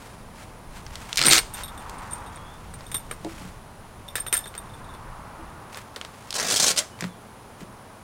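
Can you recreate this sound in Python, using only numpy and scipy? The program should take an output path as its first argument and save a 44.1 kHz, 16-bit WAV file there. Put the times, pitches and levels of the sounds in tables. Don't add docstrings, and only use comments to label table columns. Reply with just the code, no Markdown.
import sys
import numpy as np
from scipy import signal
from scipy.fft import rfft, irfft
from scipy.io import wavfile

SR = 44100
rng = np.random.default_rng(int(sys.argv[2]) if len(sys.argv) > 2 else 0)


def bounce(signal):
    frames = np.transpose(np.atleast_2d(signal))
    limited = np.clip(frames, -1, 1)
    pcm = np.round(limited * 32767).astype(np.int16)
    wavfile.write(sys.argv[1], SR, pcm)


N = 354123
TIME = np.arange(N) / SR

# t/s, rasp level/dB, drum level/dB
NEAR_PEEL = [(1.182, -19.5, -34), (1.204, -33, -37), (1.216, -22, -37), (1.236, -23.5, -39.5),
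             (1.268, -19, -23), (1.3, -28, -38.5), (1.31, -13, -34.5), (1.386, -20, -34.5),
             (1.397, -26, -38)]
FAR_PEEL = [(6.34, -30, -41.5), (6.39, -27.5, -36), (6.466, -30.5, -38), (6.512, -21.5, -37.5),
            (6.562, -24.5, -39.5), (6.582, -17, -39), (6.592, -29, -37), (6.602, -20.5, -30.5),
            (6.708, -19, -38), (6.72, -28, -29)]
CORNER_PEEL = [(6.762, -37, -44), (6.782, -12, -33.5), (6.8, -35, -45)]
# f/Hz, level/dB
NEAR_RASP = [(500, -22), (1080, -25), (1280, 6), (1750, 2.5), (2150, 5), (2900, 0), (4000, 5), (6200, -1.5),
             (8800, -1), (10500, -14.5), (16000, -17)]
FAR_RASP = [(500, -20), (1300, -11), (2600, -1.5), (3700, 1), (6000, 1.5), (8000, -3), (9200, -3),
            (11000, -14.5), (13500, -19), (16000, -26)]
NEAR_DRUM = [(60, -40), (130, 3.5), (230, -6.5), (340, -1), (500, -4), (1000, -2), (1500, -8), (2100, -1.5),
             (3000, -11), (9000, -28)]
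FAR_DRUM = [(60, -23), (160, -3), (330, -4.5), (530, 3), (750, -0.5), (950, -3.5), (2000, -0.5),
            (8000, -23)]

def flaps():
    near = rip(NEAR_PEEL, NEAR_RASP, NEAR_DRUM, tugs=24, hooks_per_s=4000, spread_db=2.5, clump_db=3,
               hold=0.73, hold_follows=2.9, rasp_t60=0.0067, tilt_db=1, brightening=0.9,
               drum_db=0, drum_t60=0.13, shiver_t60=0.053, shiver_db=-4)
    far_feel = dict(hooks_per_s=7000, spread_db=3.5, clump_db=2,
                    hold=0.84, hold_follows=0.29, rasp_t60=0.023, tilt_db=3, brightening=0.26,
                    drum_db=3.5, drum_t60=0.16, shiver_t60=0.077, shiver_db=-3.5)
    far = rip(FAR_PEEL, FAR_RASP, FAR_DRUM, tugs=19, **far_feel)
    corner = rip(CORNER_PEEL, FAR_RASP, FAR_DRUM, tugs=4, **far_feel)
    return amp(-0.87) * near + amp(-2) * reverb(far + corner, t60=0.28, wet_db=-17.5)


def rip(peel, rasp_eq, drum_eq, tugs, hooks_per_s, spread_db, clump_db, hold, hold_follows, rasp_t60,
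        tilt_db, brightening, drum_db, drum_t60, shiver_t60, shiver_db, full_peel_db=-17.5):
    out, t = np.zeros(N), TIME[:SR // 5]
    times, *levels = np.transpose(peel)
    hooks = grains(hooks_per_s, spread_db) * amp(clump_db * drift(450))
    gap = (times[-1] - times[0]) / tugs
    jitter = 0.35 * np.pad(rng.uniform(-1, 1, tugs - 1), 1)
    starts = times[0] + gap * (np.arange(tugs + 1) + jitter)
    for s, length in zip(starts, np.diff(starts)):
        rasp_db, low_db = (np.interp(s + length / 2, times, level) for level in levels)
        force_db = rasp_db - full_peel_db
        tug_eq = tilted(rasp_eq, tilt_db + brightening * force_db)
        hold_s = length * min(hold * amp(hold_follows * force_db), 1)
        released = np.maximum(t - hold_s, 0)
        torn = hooks[round(s * SR):][:len(t)]
        rasp = amp(rasp_db) * colour(unit(torn * fade(released, rasp_t60)), tug_eq)
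        drum = amp(low_db + drum_db) * colour(unit(torn * fade(released, drum_t60)), drum_eq)
        tug = np.sqrt(length * SR / len(t)) * (rasp + drum)
        add(out, s, reverb(tug, shiver_t60, shiver_db))
    return out


# t/s, level/dB, tilt/(dB per decade)
SNAPS = [(0.8654, -25.5, 2), (0.9554, -22, 3), (1.129, -12.5, 7), (1.1583, -16, 16), (1.1722, -6, 17),
         (1.177, -9.5, 6), (1.1916, -5, 3), (1.2149, -6.5, -4), (1.312, -6, 8), (1.3325, 1, 13),
         (1.3815, -6, 1), (1.896, -27, 16), (2.373, -30, -18), (2.8077, -28, -19), (3.247, -29, 10),
         (4.541, -31, -13), (4.9498, -29, -25), (5.746, -24, -10), (5.9613, -20.5, -3),
         (6.0133, -18.5, -10), (6.0491, -23.5, -10), (6.306, -17.5, 14), (6.327, -18, 0), (6.99, -31, -8),
         (7.008, -16.5, 16), (7.024, -18, -19), (7.041, -17, -21)]
# f/Hz, level/dB
SNAP_EQ = [(200, -13), (900, 0), (1500, 6), (2600, 4.5), (4200, 7), (8500, -3), (11000, -13.5),
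           (16000, -25)]

def snaps(crack_t60=0.0085, shiver_t60=0.18, shiver_db=-22):
    out, t = np.zeros(N), TIME[:SR // 16]
    envelope = fade(t, crack_t60) + amp(shiver_db) * fade(t, shiver_t60)
    for s, db, tilt_db in SNAPS:
        burst = rng.standard_normal(len(t)) * envelope
        add(out, s, at_peak(colour(burst, tilted(SNAP_EQ, tilt_db)), db))
    return out


# t/s, main level/dB, low-mode level/dB
JINGLES = [(1.2625, -16, -32), (1.2824, -14, -31), (1.3813, -20, -34), (1.5384, -30, -36),
           (1.6347, -30.5, -35), (1.68, -39, -38.5), (1.7772, -42, -40), (2.1097, -31.5, -52),
           (2.1311, -26.5, -46.5), (2.2628, -49, -46), (2.7387, -34.5, -54), (2.8654, -41, -44),
           (2.9158, -37, -43), (2.9437, -23.5, -29.5), (2.9662, -30.5, -34.5), (3.1128, -34.5, -43),
           (4.0811, -45, -33.5), (4.155, -31, -29.5), (4.1979, -23, -45), (4.2672, -28.5, -35.5),
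           (4.3276, -19.5, -31), (4.3395, -21.5, -47), (4.368, -23, -32.5), (4.439, -47, -36),
           (4.4697, -39.5, -40), (4.579, -31, -42), (4.9387, -51, -45)]
# start t/s, end t/s, main level/dB, low-mode level/dB
SWINGS = [(1.801, 2.424, -51, -53), (4.621, 4.899, -57, -50.5)]
# f/Hz, level/dB, t60/s
PULL_MODES = [(3502, -2.5, 0.035), (3658, 2.5, 0.046), (5480, -14.5, 0.11), (8200, -29, 0.036),
              (8837, 4, 0.031), (8744, 3.5, 0.039), (8900, 2, 0.024), (11700, 3.5, 0.11),
              (11800, -18, 0.055), (14500, -4, .09)]

def zipper_pulls(bounces_per_s=700, bounce_t60=0.081, detune_hz=45, free_db=-17, ordinary_db=-29):
    out, t = np.zeros(N), TIME[:SR // 6]
    light_touches = []
    for start, end, main_db, low_db in SWINGS:
        for k in range(6):
            s = start + (end - start) * (k + rng.random()) / 6
            light_touches.append((s, rng.normal(main_db, 4), rng.normal(low_db, 4)))
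    for s, main_db, low_db in JINGLES + light_touches:
        bounces = rng.random(len(t)) < bounces_per_s / SR
        chatter = bounces * rng.standard_normal(len(t)) * fade(t, bounce_t60)
        chatter[0] = 0.85
        freedom = amp(0.074 * (main_db - free_db))
        high_db = low_db - 5 + 0.63 * (main_db - ordinary_db)
        for hz, db, t60 in PULL_MODES:
            band_db = low_db - 1 if hz <= 7000 else main_db - 3 if hz <= 10500 else high_db
            mode = ring([(rng.normal(hz, detune_hz / freedom), 0, t60 * freedom)], t)
            tone = signal.fftconvolve(chatter, mode)[:len(t)]
            add(out, s, at_peak(tone, db + band_db))
        ticks = np.diff(at_peak(chatter, main_db - 17), prepend=0)
        add(out, s, ticks)
    return out


# t/s, level/dB, tilt/(dB per decade)
CLACKS = [(2.739, -28.5, 0), (2.917, -24.5, 4), (2.9453, -21.5, -7.5), (3.1117, -22, -8),
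          (4.155, -10.5, 3.5), (4.265, -22, -5.5), (4.327, -8.5, 4.5), (4.4581, -27.5, -9.5),
          (4.551, -26.5, -5), (4.577, -30.5, -4), (5.772, -21, -4.5), (5.965, -24.5, -7)]
# f/Hz, level/dB
CLACK_EQ = [(150, -16), (400, 4.5), (900, -0.5), (1300, 8), (1750, 8.5), (2700, 0.5), (3700, 1.5),
            (4800, -4.5), (7000, -4), (9300, 3.5), (10800, -7.5), (15500, -7)]
# f/Hz, level/dB, t60/s
SLIDER_MODES = [(1744, -21.5, 0.23), (5210, -26, 0.26)]

def slider_clacks(crack_t60=0.012, hard_db=-6.5, rebound_s=0.013, dulling_db=4.4):
    out, t = np.zeros(N), TIME[:SR // 5]
    for s, first_db, tilt_db in CLACKS:
        loss_db = 5 + 0.49 * (hard_db - first_db)
        for k in range(3):
            hit_db = first_db - k * loss_db
            force_db = hit_db - hard_db
            rattle = amp(-7) * fade(t, t60=0.22 * amp(0.5 * force_db))
            burst = rng.laplace(size=len(t)) * (fade(t, crack_t60) + rattle)
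            clack = colour(burst, tilted(CLACK_EQ, tilt_db - k * dulling_db))
            body = amp(hit_db + force_db) * ring(SLIDER_MODES, t)
            add(out, s + k * rebound_s, at_peak(clack, hit_db + 1) + body)
    return out


# t/s, level/dB
KNOCKS = [(1.257, -24), (1.31, -20.5), (1.345, -37), (3.248, -22), (3.264, -23), (5.39, -34)]
FLOPS = [(1.405, -40.5), (3.412, -29.5), (3.448, -31), (7.023, -22), (7.040, -21.5), (7.615, -28),
         (7.645, -34)]
# f/Hz, level/dB, t60/s
TAILGATE_MODES = [(203, -15, 0.13), (328.4, -4, .19), (426, -10, .07), (559, -16.5, 0.11), (697, -9, 0.081),
                  (820, -10, 0.046)]
PANEL_MODES = [(122, -9, 0.12), (179.5, -0.5, 0.2), (226, -6.5, 0.18), (284, -2, 0.073), (396, -4.5, 0.048),
               (537, -7, 0.039)]

def thuds(blows, modes, contact_s):
    out, t = np.zeros(N), TIME[:SR // 3]
    attack = 1 - np.exp(-t / contact_s)
    for s, db in blows:
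        add(out, s, amp(db) * attack * ring(modes, t))
    return out


# centre t/s, half-width/s, level/dB
STROKES = [(0.012, 0.11, -49), (0.413, 0.051, -47), (0.768, 0.032, -45), (1.11, 0.16, -44.5),
           (1.587, 0.027, -37), (1.995, 0.29, -51), (2.916, 0.25, -53), (3.4, 0.091, -45.5),
           (4.69, 0.18, -61), (5.765, 0.036, -43.5), (6.254, 0.22, -51), (7.043, 0.036, -44),
           (7.614, 0.015, -47.5)]
# f/Hz, level/dB
RUSTLE_EQ = [(200, -11.5), (900, 6.5), (2000, 4), (4500, -3), (8500, -4.5), (11000, -11), (16000, -16)]

def rustle(clump_db=3):
    slips = unit(grains(per_s=6000, spread_db=3.5) * amp(clump_db * drift(120)))
    return colour(slips * swells(STROKES), RUSTLE_EQ)


# nearest t/s, half-width/s, level/dB
CARS = [(2.02, 0.37, -41), (5.22, 0.59, -45)]
# f/Hz, level/dB
TYRE_EQ = [(150, -9.5), (600, -8.5), (800, 0), (960, 3.5), (1250, -0.5), (1600, -7.5), (2800, -20.5),
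           (6000, -40), (16000, -63)]

def traffic():
    return colour(rng.standard_normal(N), TYRE_EQ) * swells(CARS)


# t/s, level/dB
WIND_LEVELS = [(0, -49), (.8, -43), (2.5, -45.5), (3.2, -44.5), (3.9, -51), (4.8, -46.5), (5.5, -46),
               (5.8, -60), (7.3, -60), (7.7, -54), (8.03, -66)]
# f/Hz, level/dB
WIND_EQ = [(10, -8.5), (25, 0), (50, -4), (90, -6), (200, -12.5), (500, -39), (2000, -83)]

def wind(gust_db=2):
    level_db = np.interp(TIME, *np.transpose(WIND_LEVELS)) + gust_db * drift(9.2)
    return colour(rng.standard_normal(N), WIND_EQ) * amp(level_db)


# t/s, length/s, start f/Hz, end f/Hz, level/dB
WHISTLES = [(2.248, 0.36, 3280, 3370, -56), (2.4, 0.2, 3420, 3610, -57), (6.897, 0.067, 2940, 2970, -54),
            (7.085, 0.058, 3480, 3390, -54)]

def bird(trim_db=-2):
    out, waver = np.zeros(N), 1 + 0.0064 * drift(99)
    for s, length, start_hz, end_hz, db in WHISTLES:
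        along = np.linspace(0, 1, round(length * SR))
        hz = (start_hz + (end_hz - start_hz) * along) * waver[:len(along)]
        tone = np.sin(2 * np.pi * np.cumsum(hz) / SR)
        add(out, s, amp(db + trim_db) * np.sin(np.pi * along) * tone)
    return reverb(out, t60=0.4, wet_db=-4)


# f/Hz, level/dB
TOWN_EQ = [(25, -13), (70, -2), (115, 3.5), (160, -3.5), (210, -1), (310, -6.5), (1000, -5), (1800, -15),
           (3500, -22.5), (8700, -28), (9200, -21), (10100, -20), (10400, -29.5), (16000, -33.5)]

def town_hum(level_db=-45.5, waver_db=0.2):
    return colour(rng.standard_normal(N), TOWN_EQ) * amp(level_db + waver_db * drift(3.1))


def amp(db):
    return 10 ** (np.asarray(db) / 20)


def unit(x):
    return x / np.sqrt(np.mean(x ** 2) + 1e-20)


def at_peak(x, db):
    return amp(db) * x / np.abs(x).max()


def fade(t, t60):
    return np.exp(-np.log(1000) * t / max(t60, 1e-4))


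def swells(rows):
    return sum(amp(db) * np.exp(-0.5 * ((TIME - s) / half) ** 2) for s, half, db in rows)


def add(out, s, sound):
    start = max(round(s * SR), 0)
    out[start:start + len(sound)] += sound[:N - start]


def colour(x, eq, size=4096):
    hz, db = np.transpose(eq)
    grid = np.maximum(np.arange(size // 2 + 1) * SR / size, 1)
    gains = amp(np.interp(np.log(grid), np.log(hz), db))
    cepstrum = irfft(np.log(gains))
    cepstrum[1:size // 2] *= 2
    cepstrum[size // 2 + 1:] = 0
    response = irfft(np.exp(rfft(cepstrum)))
    return signal.fftconvolve(x, response / np.linalg.norm(response))[:len(x)]


def tilted(eq, db_per_decade):
    return [(hz, db + db_per_decade * np.log10(hz)) for hz, db in eq]


def drift(per_s):
    knots = rng.standard_normal(N // 20)
    return np.interp(TIME * per_s, np.arange(len(knots)), knots)


def grains(per_s, spread_db):
    sizes = amp(spread_db * np.minimum(rng.exponential(1, N), 4)) * rng.choice([-1, 1], N)
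    return unit(sizes * (rng.random(N) < per_s / SR))


def ring(modes, t):
    return sum(amp(db + rng.normal()) * np.sin(2 * np.pi * (hz * t + rng.random())) * fade(t, t60)
               for hz, db, t60 in modes)


def reverb(x, t60, wet_db):
    t = TIME[:SR // 2]
    tail = rng.standard_normal(len(t)) * fade(t, t60)
    return x + amp(wet_db) * signal.fftconvolve(x, tail / np.linalg.norm(tail))[:len(x)]


def scene():
    rips = flaps()
    metal = zipper_pulls() + slider_clacks()
    knocks = thuds(KNOCKS, TAILGATE_MODES, contact_s=0.00079)
    flops = amp(-4.5) * thuds(FLOPS, PANEL_MODES, contact_s=0.003)
    handling = reverb(rips + snaps() + metal + knocks + flops + rustle(), t60=0.41, wet_db=-20.5)
    return (handling + traffic() + wind() + bird() + town_hum())[None]


def record(dry):
    cutoff_hz = 15850
    lowpass = signal.ellip(10, 0.1, 80, cutoff_hz, fs=SR, output="sos")
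    return signal.sosfilt(lowpass, np.clip(dry, -1, 1))


dry = scene()
out = record(dry)
bounce(out)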